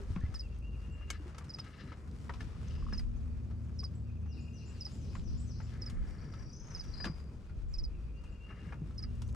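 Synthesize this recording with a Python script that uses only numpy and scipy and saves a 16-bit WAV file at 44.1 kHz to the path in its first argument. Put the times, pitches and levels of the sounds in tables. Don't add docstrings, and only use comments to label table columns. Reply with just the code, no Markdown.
import sys
import numpy as np
from scipy import signal
from scipy.fft import rfft, irfft, next_fast_len
from scipy.io import wavfile
from scipy.ndimage import uniform_filter1d

SR = 44100
rng = np.random.default_rng(int(sys.argv[2]) if len(sys.argv) > 2 else 0)


def magnitude_from_level(level_db):
    exponent = np.asarray(level_db, float) / 20
    return 10 ** exponent


def put_to_file(sound):
    columns = np.atleast_2d(sound).T
    safe = np.clip(columns, -1, 1)
    whole_steps = np.round(safe * 32767)
    wavfile.write(sys.argv[1], SR, whole_steps.astype(np.int16))


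N = 412335
T = np.arange(N) / SR

# time_s, shake_db, load (0 to 1)
MOTOR_COURSE = [(.13, -42, 0.18), (.6, -42.5, .2), (1.05, -43, 0.), (1.7, -54, 0.5), (2.3, -44.5, 0.68),
                (3.31, -36.5, 0.63), (3.7, -40.5, 0.86), (4.25, -39, 0.87), (4.5, -46, 0.96),
                (5.6, -38.5, 0.85), (6.3, -47, 0.67), (6.6, -53.5, .4), (7.1, -45.5, 0.44), (7.45, -50, .3),
                (7.66, -43, 0.15), (8.5, -48, 0.26), (9.05, -40, .95), (9.35, -38.5, 0.87)]
# time_s, effort_db, brightness_db
RUB_COURSE = [(0.1, -65.5, -7), (0.55, -71.5, -9.5), (1.3, -65, -13), (2.05, -68, -12.5), (2.65, -65, -6.5),
              (3.25, -72, -10.5), (4.3, -73.5, -9), (5.05, -69, -2), (5.4, -72.5, -5.5), (5.75, -66, -12),
              (6.4, -65.5, -13.5), (6.6, -74, -10), (6.72, -62.5, -17), (7.05, -60.5, -14),
              (7.3, -71.5, -8.5), (8.35, -73, -11), (8.68, -63, -15), (8.8, -70.5, -10)]
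# pitch_hz, level_db
COARSE_COLOUR = [(400, 3), (700, -1), (1300, 2.5), (1500, -0.5), (1800, -2), (2400, -6), (3200, -21)]
MIDDLE_COLOUR = [(2000, -7.5), (2800, 2), (4000, -1.5), (5500, -2.5), (7500, -16.5)]
FINE_COLOUR = [(5000, -2.5), (7000, -2.5), (9500, -4.5), (11000, -18), (13000, -13.5), (15500, -30)]
# time_s, pitch_ratio (to the event's pitch), level_db
THIN_NOTE = [(0, 1.01, -14), (.005, 1.004, 0), (.017, 1, -2), (.026, .997, -25)]


def rms1(x):
    return x / np.sqrt(np.mean(x ** 2))


def colour(x, shape):
    hz, db = np.transpose(shape)
    size = x.shape[-1]
    f = np.maximum(np.arange(size // 2 + 1) * SR / size, 1)
    gain_db = np.interp(np.log(f), np.log(hz), db, left=-120, right=-120)
    return irfft(rfft(x) * magnitude_from_level(gain_db), size)


def hiss(shape, alike):
    noise = rng.standard_normal((2, next_fast_len(N, real=True)))
    mid, side = colour(noise, shape)[:, :N]
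    alike = np.clip(alike, 0, 1)
    opposite = np.array([[1], [-1]])
    return rms1(np.sqrt(1 + alike) * mid + np.sqrt(1 - alike) * side * opposite)


def walk(rate):
    k = int(SR / rate)
    steps = np.repeat(rng.standard_normal(N // k + 1), k)[:N]
    return rms1(uniform_filter1d(steps, k))


def curve(table):
    s, *cols = np.transpose(table)
    return [np.interp(T, s, c) for c in cols]


def add(bus, s, x):
    i = max(int(s * SR), 0)
    bus[..., i:i + x.shape[-1]] += x[..., :bus.shape[-1] - i]


def sides(pan_db):
    return magnitude_from_level(np.array([[pan_db], [-pan_db]]) / 2)


def ring(x, hz, width):
    peak = signal.iirpeak(hz, hz / width, fs=SR)
    once = signal.lfilter(*peak, x)
    return rms1(signal.lfilter(*peak, once))


def note(shape, ratio=1., octave_db=-61.0):
    s, hz, db = np.transpose(shape)
    t = np.arange(s[0], s[-1], 1 / SR)
    pitch = np.interp(t, s, hz * ratio)
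    phase = 2 * np.pi * np.cumsum(uniform_filter1d(pitch, size=60)) / SR
    opens = np.clip((5300 - pitch) / 250, 0, 1) * np.interp(t, s, magnitude_from_level(db - db.max()))
    overtones = magnitude_from_level(octave_db) * opens * (np.sin(2 * phase) + 0.25 * np.sin(3 * phase))
    return np.interp(t, s, magnitude_from_level(db)) * (np.sin(phase) + overtones)


def trunks(x, t60, alike=.6):
    t = np.arange(SR // 2) / SR
    n = rng.standard_normal((3, SR // 2))
    fade = np.exp(-np.log(1000) * t / t60) * np.minimum(t / 0.0045, 1)
    tail = (alike * n[0] + (1 - alike) * n[1:]) * fade
    tail = tail / np.sqrt(np.sum(tail ** 2) / 2)
    return signal.oaconvolve(x[None], tail, axes=1)[:, :N]


def afar(bus, wet_db, t60, pan_db, flutter_db, shimmer_db=0.):
    air = walk(70)
    voice = bus * magnitude_from_level(flutter_db * air)
    tail = magnitude_from_level(wet_db + shimmer_db * air[::-1]) * trunks(voice, t60)
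    return (voice + tail) * sides(pan_db)


def song(events, shape, wet_db, t60, pan_db, flutter_db=6.0):
    bus = np.zeros(N)
    for s, *hz, db in events:
        add(bus, s, magnitude_from_level(db) * note(shape, hz[0] if hz else 1.))
    return afar(bus, wet_db, t60, pan_db, flutter_db)


def mode(hz, width):
    wander = np.cumsum(rng.standard_normal(N)) * np.sqrt(2 * np.pi * width / SR)
    phase = 2 * np.pi * hz * T + uniform_filter1d(wander, size=1500)
    return np.sqrt(2) * magnitude_from_level(2.3 * walk(6)) * np.sin(phase)


def hum():
    # pitch_hz, width_hz, unloaded_db, gained_under_load_db
    hull_modes = [(53.05, 3.1, 0, -9), (73.05, 4.25, -4, 1), (106.9, 9.98, -14.5, 8)]
    # pitch_hz, width_hz, relative_db
    hull_overtones = [(148, 11, -11.5), (197.6, 7.6, -12), (234.5, 5.02, -7)]
    shake_db, load = curve(MOTOR_COURSE)
    gains = [magnitude_from_level(shake_db + db + load_db * load) for _, _, db, load_db in hull_modes]
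    out = sum(g * mode(hz, w) for g, (hz, w, *_) in zip(gains, hull_modes))
    out = out + gains[2] * sum(magnitude_from_level(db) * mode(hz, w) for hz, w, db in hull_overtones)
    return magnitude_from_level(-1.0) * np.array([np.roll(out, shift=45), out]) * sides(1.3)


def wind():
    # peak_s, peak_db, fall_s (time to fall 20 dB)
    gusts = [(.2, -37, 0.24), (1.1, -52, 0.2), (2.95, -39, 0.72), (5.3, -40, 0.3), (6.01, -37, 0.15),
             (6.33, -49.5, 0.56), (6.9, -46, 0.4), (7.8, -36, 0.38), (8.31, -54, 0.1), (9.2, -45, .5)]
    # pitch_hz, level_db (per Hz)
    buffet_colour = [(10, -10), (25, -3.5), (40, 4.5), (60, -8.5), (100, -15), (160, -24)]
    # pitch_hz, level_db
    rumble_colour = [(40, -10.5), (90, 0.5), (150, -2), (250, -11), (400, -21), (700, -34.5), (1200, -40)]
    gust_level = sum(magnitude_from_level(db - 20 * np.abs(T - s) / fall) for s, db, fall in gusts)
    effort_db, load = curve(RUB_COURSE)[0], curve(MOTOR_COURSE)[1]
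    rumble_level = magnitude_from_level(-59.5 + 7 * load + .45 * (effort_db - effort_db.min()))
    buffet = magnitude_from_level(2.5 + 1.5 * walk(7)) * gust_level * hiss(buffet_colour, 0.11)
    rumble = magnitude_from_level(2.5 + 2.32 * walk(14)) * rumble_level * hiss(rumble_colour, 1.0)
    return (buffet + rumble) * sides(1.4)


def forest():
    # pitch_hz, level_db (per Hz)
    forest_colour = [(180, -29), (300, -0.5), (500, -4.5), (862, -20), (1350, -18), (1930, -30.5),
                     (8810, -47), (15400, -46.5)]
    return magnitude_from_level(-65.5) * hiss(forest_colour, 0.72)


def insects():
    # pitch_hz, width_hz, throbs_per_s, level_db
    choirs = [(4662, 310, 49, -89), (2467, 300, 33, -84), (6340, 400, 43, -89.5)]
    out = np.zeros((2, N))
    for hz, width, rate, db in choirs:
        level = magnitude_from_level(db + 2.5 * walk(1.2) + 4.1 * walk(rate))
        out += level * ring(rng.standard_normal((2, N)), hz, width)
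    return out


def rubbing():
    slips = np.repeat(np.minimum(rng.exponential(size=N // 64 + 1), 4.5), 64)[:N]
    grains = rms1(magnitude_from_level(2.2 * uniform_filter1d(slips, size=64) + 1.5 * walk(25)))
    effort_db, bright_db = curve(RUB_COURSE)
    levels = effort_db, effort_db + bright_db, effort_db - 11.5 + 0.76 * bright_db
    low, mid, top = (magnitude_from_level(db + 1.2 * walk(12)) for db in levels)
    coarse = magnitude_from_level(0.2) * low * hiss(COARSE_COLOUR, 0.45) * sides(3.0)
    middle = magnitude_from_level(4.0) * mid * hiss(MIDDLE_COLOUR, 0.39) * sides(4.7)
    fine = magnitude_from_level(9.0) * top * hiss(FINE_COLOUR, 1.0)
    return grains * (coarse + middle + fine)


def thumps():
    # time_s, peak_db, pitch_hz
    hull_blows = [(0.103, -25.5, 91), (0.163, -27, 180), (0.237, -20, 73), (0.291, -29, 91),
                  (2.8, -44, 103), (2.927, -34.5, 204), (5.602, -35, 94), (7.061, -31.5, 196),
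                  (7.098, -28.5, 158), (8.818, -30, 151.5)]
    # time_s, peak_db, pitch_hz
    part_blows = [(0.004, -43.5, 399), (0.024, -49.5, 393), (1.199, -44, 300), (1.258, -44.5, 356),
                  (7.059, -41, 300), (7.072, -40, 342)]
    bus = np.zeros((2, N))
    t = np.arange(SR // 3) / SR
    fade = np.minimum(t / 0.00207, 1) * np.exp(-np.log(1000) * t / 0.1)
    for s, db, hz in hull_blows + part_blows:
        add(bus, s, magnitude_from_level(db) * np.sin(2 * np.pi * hz * t) * fade * sides(.8))
    return bus


def knocks():
    # time_s, peak_db, ring_hz, brightness_db
    dull_blows = [(0.16, -41, 1104, -27), (1.01, -54, 1210, -26), (1.346, -48, 1270, -15),
                  (1.408, -50, 1170, -26), (1.586, -42.5, 1280, -8), (1.919, -44, 1266, -23),
                  (2.294, -33.5, 965, -23.5), (2.337, -45, 1000, -11), (2.406, -41, 1740, -10),
                  (2.925, -39.5, 1690, -21), (3.509, -54.5, 1295, -16), (4.258, -57.5, 815, -19),
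                  (5.152, -40.5, 1033, -17.5), (5.602, -44.5, 876, -23), (6.337, -47.5, 1310, -14),
                  (7.001, -42, 1737, -22), (7.043, -30.5, 1686, -13.5), (7.052, -35, 1720, -9),
                  (7.067, -37, 1150, -32), (7.494, -56.5, 1410, -18), (8.503, -47.5, 1283, -37),
                  (8.723, -38, 944, -29), (8.907, -56.5, 1320, -17)]
    # time_s, peak_db, ring_hz, brightness_db
    crisp_blows = [(0.341, -47, 1310, -10), (1.1028, -28.5, 1600, -6.5), (1.382, -39, 1276, -12),
                   (1.443, -56.5, 1680, -8), (1.643, -56, 1430, -9), (2.994, -46.5, 2000, -11),
                   (3.831, -45.5, 1114, -21), (4.866, -50, 824, -20.5), (5.898, -48.5, 1080, -4),
                   (6.838, -52.5, 1660, -10), (8.238, -54, 990, -14), (9.2185, -45, 970, -9),
                   (9.288, -62, 1020, -3), (9.3465, -39, 1285, -20)]
    bus = np.zeros((4, N))
    t = np.arange(SR // 8) / SR
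    rough = magnitude_from_level(2 * walk(300))
    blows = [(*k, -15.5, 0.056) for k in dull_blows] + [(*k, -4.5, .036) for k in crisp_blows]
    for (s, db, hz, mid_db, treble_db, decay), v in zip(blows, rng.random((len(blows), 2))):
        top_db = mid_db + treble_db
        t60 = decay * magnitude_from_level(-0.28 * (db + 46) - 0.1344 * (mid_db + 15))
        u = t / np.clip(t60, .01, .3)
        crack = np.minimum(t / 0.003, 1) * np.exp(-(u / 0.19) ** 0.79)
        fade = np.minimum(t / 0.002, 1) * np.exp(-np.log(1000) * u)
        partner = np.sin(2 * np.pi * (hz * (1.1 + 0.45 * v[0]) * t + v[1]))
        tone = np.sin(2 * np.pi * hz * t) + 0.18 * partner
        parts = np.array([0.62 * fade * tone, 0.57 * crack, magnitude_from_level(mid_db) * crack, magnitude_from_level(top_db) * crack])
        add(bus, s - .001, magnitude_from_level(db) * parts)
    dry_blows = bus[0] * rough + bus[1] * hiss(COARSE_COLOUR, 0.75)
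    dry_blows = dry_blows + 1.47 * bus[2] * hiss(MIDDLE_COLOUR, 0.66)
    dry_blows = dry_blows + 2.05 * bus[3] * hiss(FINE_COLOUR, 0.91)
    return (dry_blows + magnitude_from_level(-14.5) * trunks(dry_blows.mean(0), t60=0.14)) * sides(2.7)


def drags():
    # start_s, end_s, level_db, upper_panels_relative_db, swish_relative_db
    strokes = [(0.16, 0.392, -68, -19, -20), (.93, 1.07, -68, -15, -20), (1.06, 1.2, -61, -8, -10),
               (1.32, 1.427, -72, -12, -20), (1.6, 1.72, -62, -9, -12), (1.7, 1.865, -59, -5, -12),
               (1.84, 1.965, -60, -10, -14), (2.615, 3.019, -72, -18, 3), (5.67, 6.48, -68, -19, -20),
               (6.696, 7.0, -71.5, -8, -12), (8.44, 8.77, -64.5, -17, -15), (8.98, 9.075, -63, -20, -15)]
    # pitch_hz, width_hz, level_db
    panels = [(1290, 150, 2), (1740, 200, 2), (1990, 560, 3.5)]
    upper_panels = [(2720, 350, -1), (3630, 350, -1), (4080, 260, 2), (4600, 800, 0)]
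    swish = [(2700, 500, 0), (5000, 1000, -1)]
    slips = rng.standard_normal(N) * magnitude_from_level(2.5 * walk(60))
    layers = []
    for modes in (panels, upper_panels, swish):
        layers.append(rms1(sum(magnitude_from_level(db) * ring(slips, hz, w) for hz, w, db in modes)))
    gates = np.zeros((3, N))
    for a, b, db, *rel_db in strokes:
        gate = np.clip(np.minimum((T - a) / 0.067, (b - T) / 0.04), 0, 1)
        gates += gate * magnitude_from_level(db + np.array([0, *rel_db]))[:, None]
    return (gates * np.array(layers)).sum(0) * sides(6.9)


def tackle():
    # time_s, peak_db, pitch_hz, width_hz
    pricks = [(.1615, -47, 1800, 2000), (2.295, -43, 1650, 300), (.2054, -54, 5000, 4000),
              (1.495, -61, 6950, 500), (1.567, -59, 6000, 1500), (2.113, -56, 5000, 5000),
              (2.56, -54, 1200, 300), (2.682, -54, 6200, 800), (2.78, -57, 1050, 300),
              (2.823, -53, 1150, 300), (2.865, -53, 1100, 300), (2.885, -54, 1150, 300),
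              (.587, -62, 9000, 5000), (1.1025, -58, 12500, 4000), (5.187, -58, 3700, 900),
              (5.196, -52, 3500, 3000), (9.153, -58, 8000, 4000), (9.278, -58, 8000, 4000),
              (9.327, -57, 7000, 4000)]
    snaps = [
        (1.102, -40),
        (1.1065, -46),
        (1.1103, -40),
    ]
    clip_modes = [(1593, -10, .04), (2200, -3, .045), (2988, -6, .05), (4554, -12, .04), (6342, -2, .03),
                  (6783, -12, .04), (7682, -7, .035), (9070, -16, .03)]
    bus = np.zeros(N)
    t = np.arange(SR // 16) / SR
    for (s, db, hz, width), n in zip(pricks, rng.standard_normal((len(pricks), len(t)))):
        fade = np.minimum(t / .0006, 1) * np.exp(-t / (.0012 + 1.5 / width))
        add(bus, s, magnitude_from_level(db) * ring(n, hz, width) * fade)
    for s, db in snaps:
        phases = 2 * np.pi * rng.random(len(clip_modes))
        tones = np.zeros(len(t))
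        for (hz, g, t60), p in zip(clip_modes, phases):
            tones += magnitude_from_level(g) * np.sin(2 * np.pi * hz * t + p) * np.exp(-np.log(1000) * t / t60)
        add(bus, s, magnitude_from_level(db) * np.minimum(t / .0005, 1) * tones)
    return bus * sides(2.5)


def squeaks():
    # time_s, pitch_hz, level_db
    creaks = [(.168, 1480, -63), (.174, 1100, -59), (.21, 1750, -57), (.222, 1900, -63), (.228, 1330, -64),
              (.236, 1700, -65), (.249, 2040, -54), (.254, 1100, -65), (.256, 2650, -68), (.305, 760, -64),
              (.36, 1773, -67), (.385, 1800, -72)]
    return song(creaks, THIN_NOTE, -6.0, 0.085, 1.5, flutter_db=3.0)


def chipper():
    # time_s, first_lobe_db, first_null_s, second_lobe_relative_db, third_lobe_relative_db
    chips = [(0.347, -41, .0068, 0, -1), (0.394, -39, .0068, 0, 0), (1.4938, -45, .0052, 4, 2),
             (1.5382, -42, .004, 4, -6), (1.5925, -47, .0036, 9, -2), (2.9326, -40, .0113, -5, -7),
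             (2.9787, -40, .0128, -1, -8), (3.791, -39, .0065, 0, -1), (3.8392, -39, .0065, 2, 0),
             (4.8087, -37, .0065, -3, -3), (4.8515, -37, .0068, -1, -2), (5.8192, -39, .0095, -4, -7),
             (5.862, -41, .0095, -1, -5), (6.7474, -39, .011, -2, -5), (6.795, -40, .011, 0, -2),
             (7.739, -41, .011, -3, -8), (7.785, -40, .011, -2, -6), (7.8376, -43, .012, 2, -4),
             (8.9805, -42, .0103, 2, -5), (9.0268, -43, .0103, 4, -3)]
    # time_s, pitch_hz
    chip_pitch = [(-.004, 6200), (-.001, 5600), (.002, 5240), (.007, 5110), (.0105, 5050), (.0158, 4840),
                  (.019, 4780), (.028, 4880)]
    bus = np.zeros((2, N))
    for (s, db, null, second, third), vary in zip(chips, rng.standard_normal((len(chips), 12))):
        late = max(.0132, null + .0046)
        times = [-.004, -.0012, 0, .002, (.002 + 2 * null) / 3, null,
                 late - .0025, late, late + .002, late + .005, .024, .028]
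        null_db = -np.clip(8000 * (null - .0035), 2, 26)
        lobes = np.array([-30, -14, -22, 0, -4, null_db,
                          second, third - 16, third, third - 20, -10 + vary[0], -32])
        hz = np.interp(times, *np.transpose(chip_pitch)) * (1 + .004 * vary)
        chip = note(np.transpose([times, hz, lobes]), octave_db=-23.0) * magnitude_from_level(db + 1.5)
        add(bus, s + times[0], chip * sides(-0.3 - 0.3 * s))
    bus = np.array([np.roll(bus[0], shift=1), bus[1]])
    return bus + magnitude_from_level(-18.5) * trunks(bus.mean(0), t60=0.14, alike=.4)


def accented(events, shape, echo_db):
    bus = np.zeros(N)
    for s, db, start_db, drop_db in events:
        accent = np.array(shape)
        accent[:2, 2] += start_db
        accent[-3:, 2] += drop_db
        add(bus, s, magnitude_from_level(db) * note(accent))
        add(bus, s + .082, magnitude_from_level(db + echo_db) * note(accent))
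    return bus


def whistler():
    # time_s, level_db, start_relative_db, final_drop_relative_db
    slur_times = [
        (.419, -62, 0, -8),
        (4.048, -72, -5, 4),
        (7.931, -72, -2, 2),
    ]
    whistle_times = [(.627, -60.5, 1, -4), (.889, -60, -1, -5), (1.15, -75, 0, -8), (4.262, -63, -14, 3),
                     (4.505, -62, -8, -1), (4.77, -76, 0, -5), (8.137, -63, -3, -5), (8.402, -58.5, 1, -8),
                     (8.66, -76, 0, -8), (9.04, -74, 0, -12)]
    # time_s, pitch_hz, level_db
    slur_shape = [(0, 2790, -16), (.012, 2770, -3), (.026, 2740, 0), (.04, 2620, 0), (.054, 2480, -3),
                  (.066, 2400, -30)]
    whistle_shape = [(0, 2740, -14), (.02, 2755, -2), (.06, 2810, -2), (.088, 2820, -7), (.108, 2775, 0),
                     (.116, 2680, 0), (.124, 2500, -3), (.135, 2400, -30)]
    whistles = accented(whistle_times, whistle_shape, echo_db=-8.0)
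    slurs = accented(slur_times, slur_shape, echo_db=-10.0)
    return (afar(whistles, -1.5, 1.05, 3.1, flutter_db=2.2, shimmer_db=3.0)
            + afar(slurs, 1.2, 0.9, 3., flutter_db=2.5, shimmer_db=4.0))


def thin_caller():
    # time_s, pitch_hz, level_db
    calls = [(.92, 7600, -75), (1.085, 6950, -70), (1.3, 6900, -74), (3.95, 7670, -71), (4.657, 7000, -63),
             (4.686, 7700, -72)]
    return song(calls, THIN_NOTE, -5.0, 0.37, .6)


def sweeper():
    # time_s, pitch_hz, level_db
    fall_times = [(4.278, 5020, -66.5), (4.53, 5170, -61), (4.768, 5120, -65), (4.997, 5290, -64.5),
                  (5.232, 5150, -64.5), (5.464, 5270, -62)]
    # time_s, pitch_ratio, level_db
    rise_times = [(4.403, .99, -65), (4.664, 1.005, -64), (4.908, .96, -65), (4.94, 1.01, -67),
                  (5.14, 1.01, -65), (5.375, 1.01, -60.5), (5.62, 1.01, -69)]
    # time_s, pitch_ratio, level_db
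    fall_shape = [(0, 1.19, -18), (.016, 1.18, -6), (.035, 1.105, -3), (.05, .97, 0), (.063, .78, -12),
                  (.076, .72, -40), (.09, .78, -13), (.116, 1.0, -5), (.128, 1.03, -30)]
    # time_s, pitch_hz, level_db
    rise_shape = [(0, 7300, -14), (.008, 6880, 0), (.015, 7050, -2), (.022, 7600, -4), (.032, 7950, -8),
                  (.042, 8050, -25)]
    swoop_shape = [(0, 4850, -10), (.012, 4750, 0), (.028, 4300, -2), (.042, 3900, -14)]
    falls = song(fall_times, fall_shape, 5.5, 0.83, 7.4, flutter_db=3.0)
    rises = song(rise_times, rise_shape, 1.2, 0.39, 2.5, flutter_db=3.0)
    swoop = song([(4.738, -63.5)], swoop_shape, 2.5, .5, 4.0, flutter_db=3.0)
    return falls + rises + swoop


def triller():
    # time_s, centre_hz, level_db
    trill_course = [(6.07, 5600, -69), (6.25, 5600, -65), (6.42, 5600, -59), (6.6, 6250, -55),
                    (6.75, 6200, -56), (6.85, 5800, -59), (6.93, 5650, -54)]
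    # time_s, pitch_ratio, level_db
    arches = [
        (6.934, 0.98, -50),
        (6.972, 1.0, -47),
        (7.026, 1.14, -55),
    ]
    # time_s, pitch_hz, level_db
    arch_shape = [(0, 4300, -16), (.005, 4800, -5), (.01, 5150, 0), (.018, 4850, -3), (.028, 4050, -9),
                  (.031, 3950, -30)]
    # time_s, pitch_hz, level_db
    level_notes = [
        (6.93, 4150, -61),
        (7.002, 4880, -43),
        (7.028, 4850, -46),
    ]
    s, hz, db = np.transpose(trill_course)
    times = np.arange(6.072, s[-1], 1 / 28.5)
    vary = rng.standard_normal((60, 3))[:len(times)].T
    hz = np.interp(times, s, hz) * (1 + 0.016 * vary[0])
    db = np.interp(times, s, db) + 1.5 * vary[1] + 1.8
    slide = [(0, 1.05, -14), (.002, 1.02, 0), (.005, .98, -2), (.009, .92, -16)]  # s, pitch ratio, dB
    main = [*zip(times + 0.0008 * vary[2], hz, db)]
    partners = [*zip(times + 0.0065, .86 * hz, db - 3.0 + 2.5 * vary[2])]
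    return (song(main + partners, slide, 0.3, 0.44, 4.6, flutter_db=2.6)
            + song(arches, arch_shape, -2.5, 0.51, 8.2, flutter_db=3.0)
            + song(level_notes, THIN_NOTE, -2.5, 0.51, 8.2, flutter_db=3.0))


def diver():
    # time_s, pitch_hz, level_db
    dive_times = [
        (7.68, 7260, -73),
        (8.305, 7160, -77),
    ]
    # time_s, pitch_ratio, level_db
    dive_shape = [(0, 1.12, -14), (.008, 1.05, -3), (.022, 1, 0), (.04, .975, -20)]
    return song(dive_times, dive_shape, 1.5, 0.72, .6)


def climber():
    # time_s, pitch_hz, level_db
    climb_shape = [(0, 5500, -10), (.015, 5800, 0), (.035, 6500, 0), (.05, 7100, -12)]
    return song([(9.245, -73)], climb_shape, 0.5, .3, 2.5, flutter_db=4.0)


def scene():
    boat = hum() + rubbing() + thumps() + knocks() + drags() + tackle() + squeaks()
    air = wind() + forest() + insects()
    birds = chipper() + whistler() + thin_caller() + sweeper() + triller() + diver() + climber()
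    return boat + air + birds


def low_pass(x):
    return signal.sosfilt(signal.butter(12, 15590, fs=SR, output="sos"), x)


def record(dry):
    left = 0.62 * dry[0] + 0.4 * np.roll(dry[0], shift=1)
    return low_pass(np.array([left, dry[1]]))


dry = scene()
out = record(dry)
put_to_file(out)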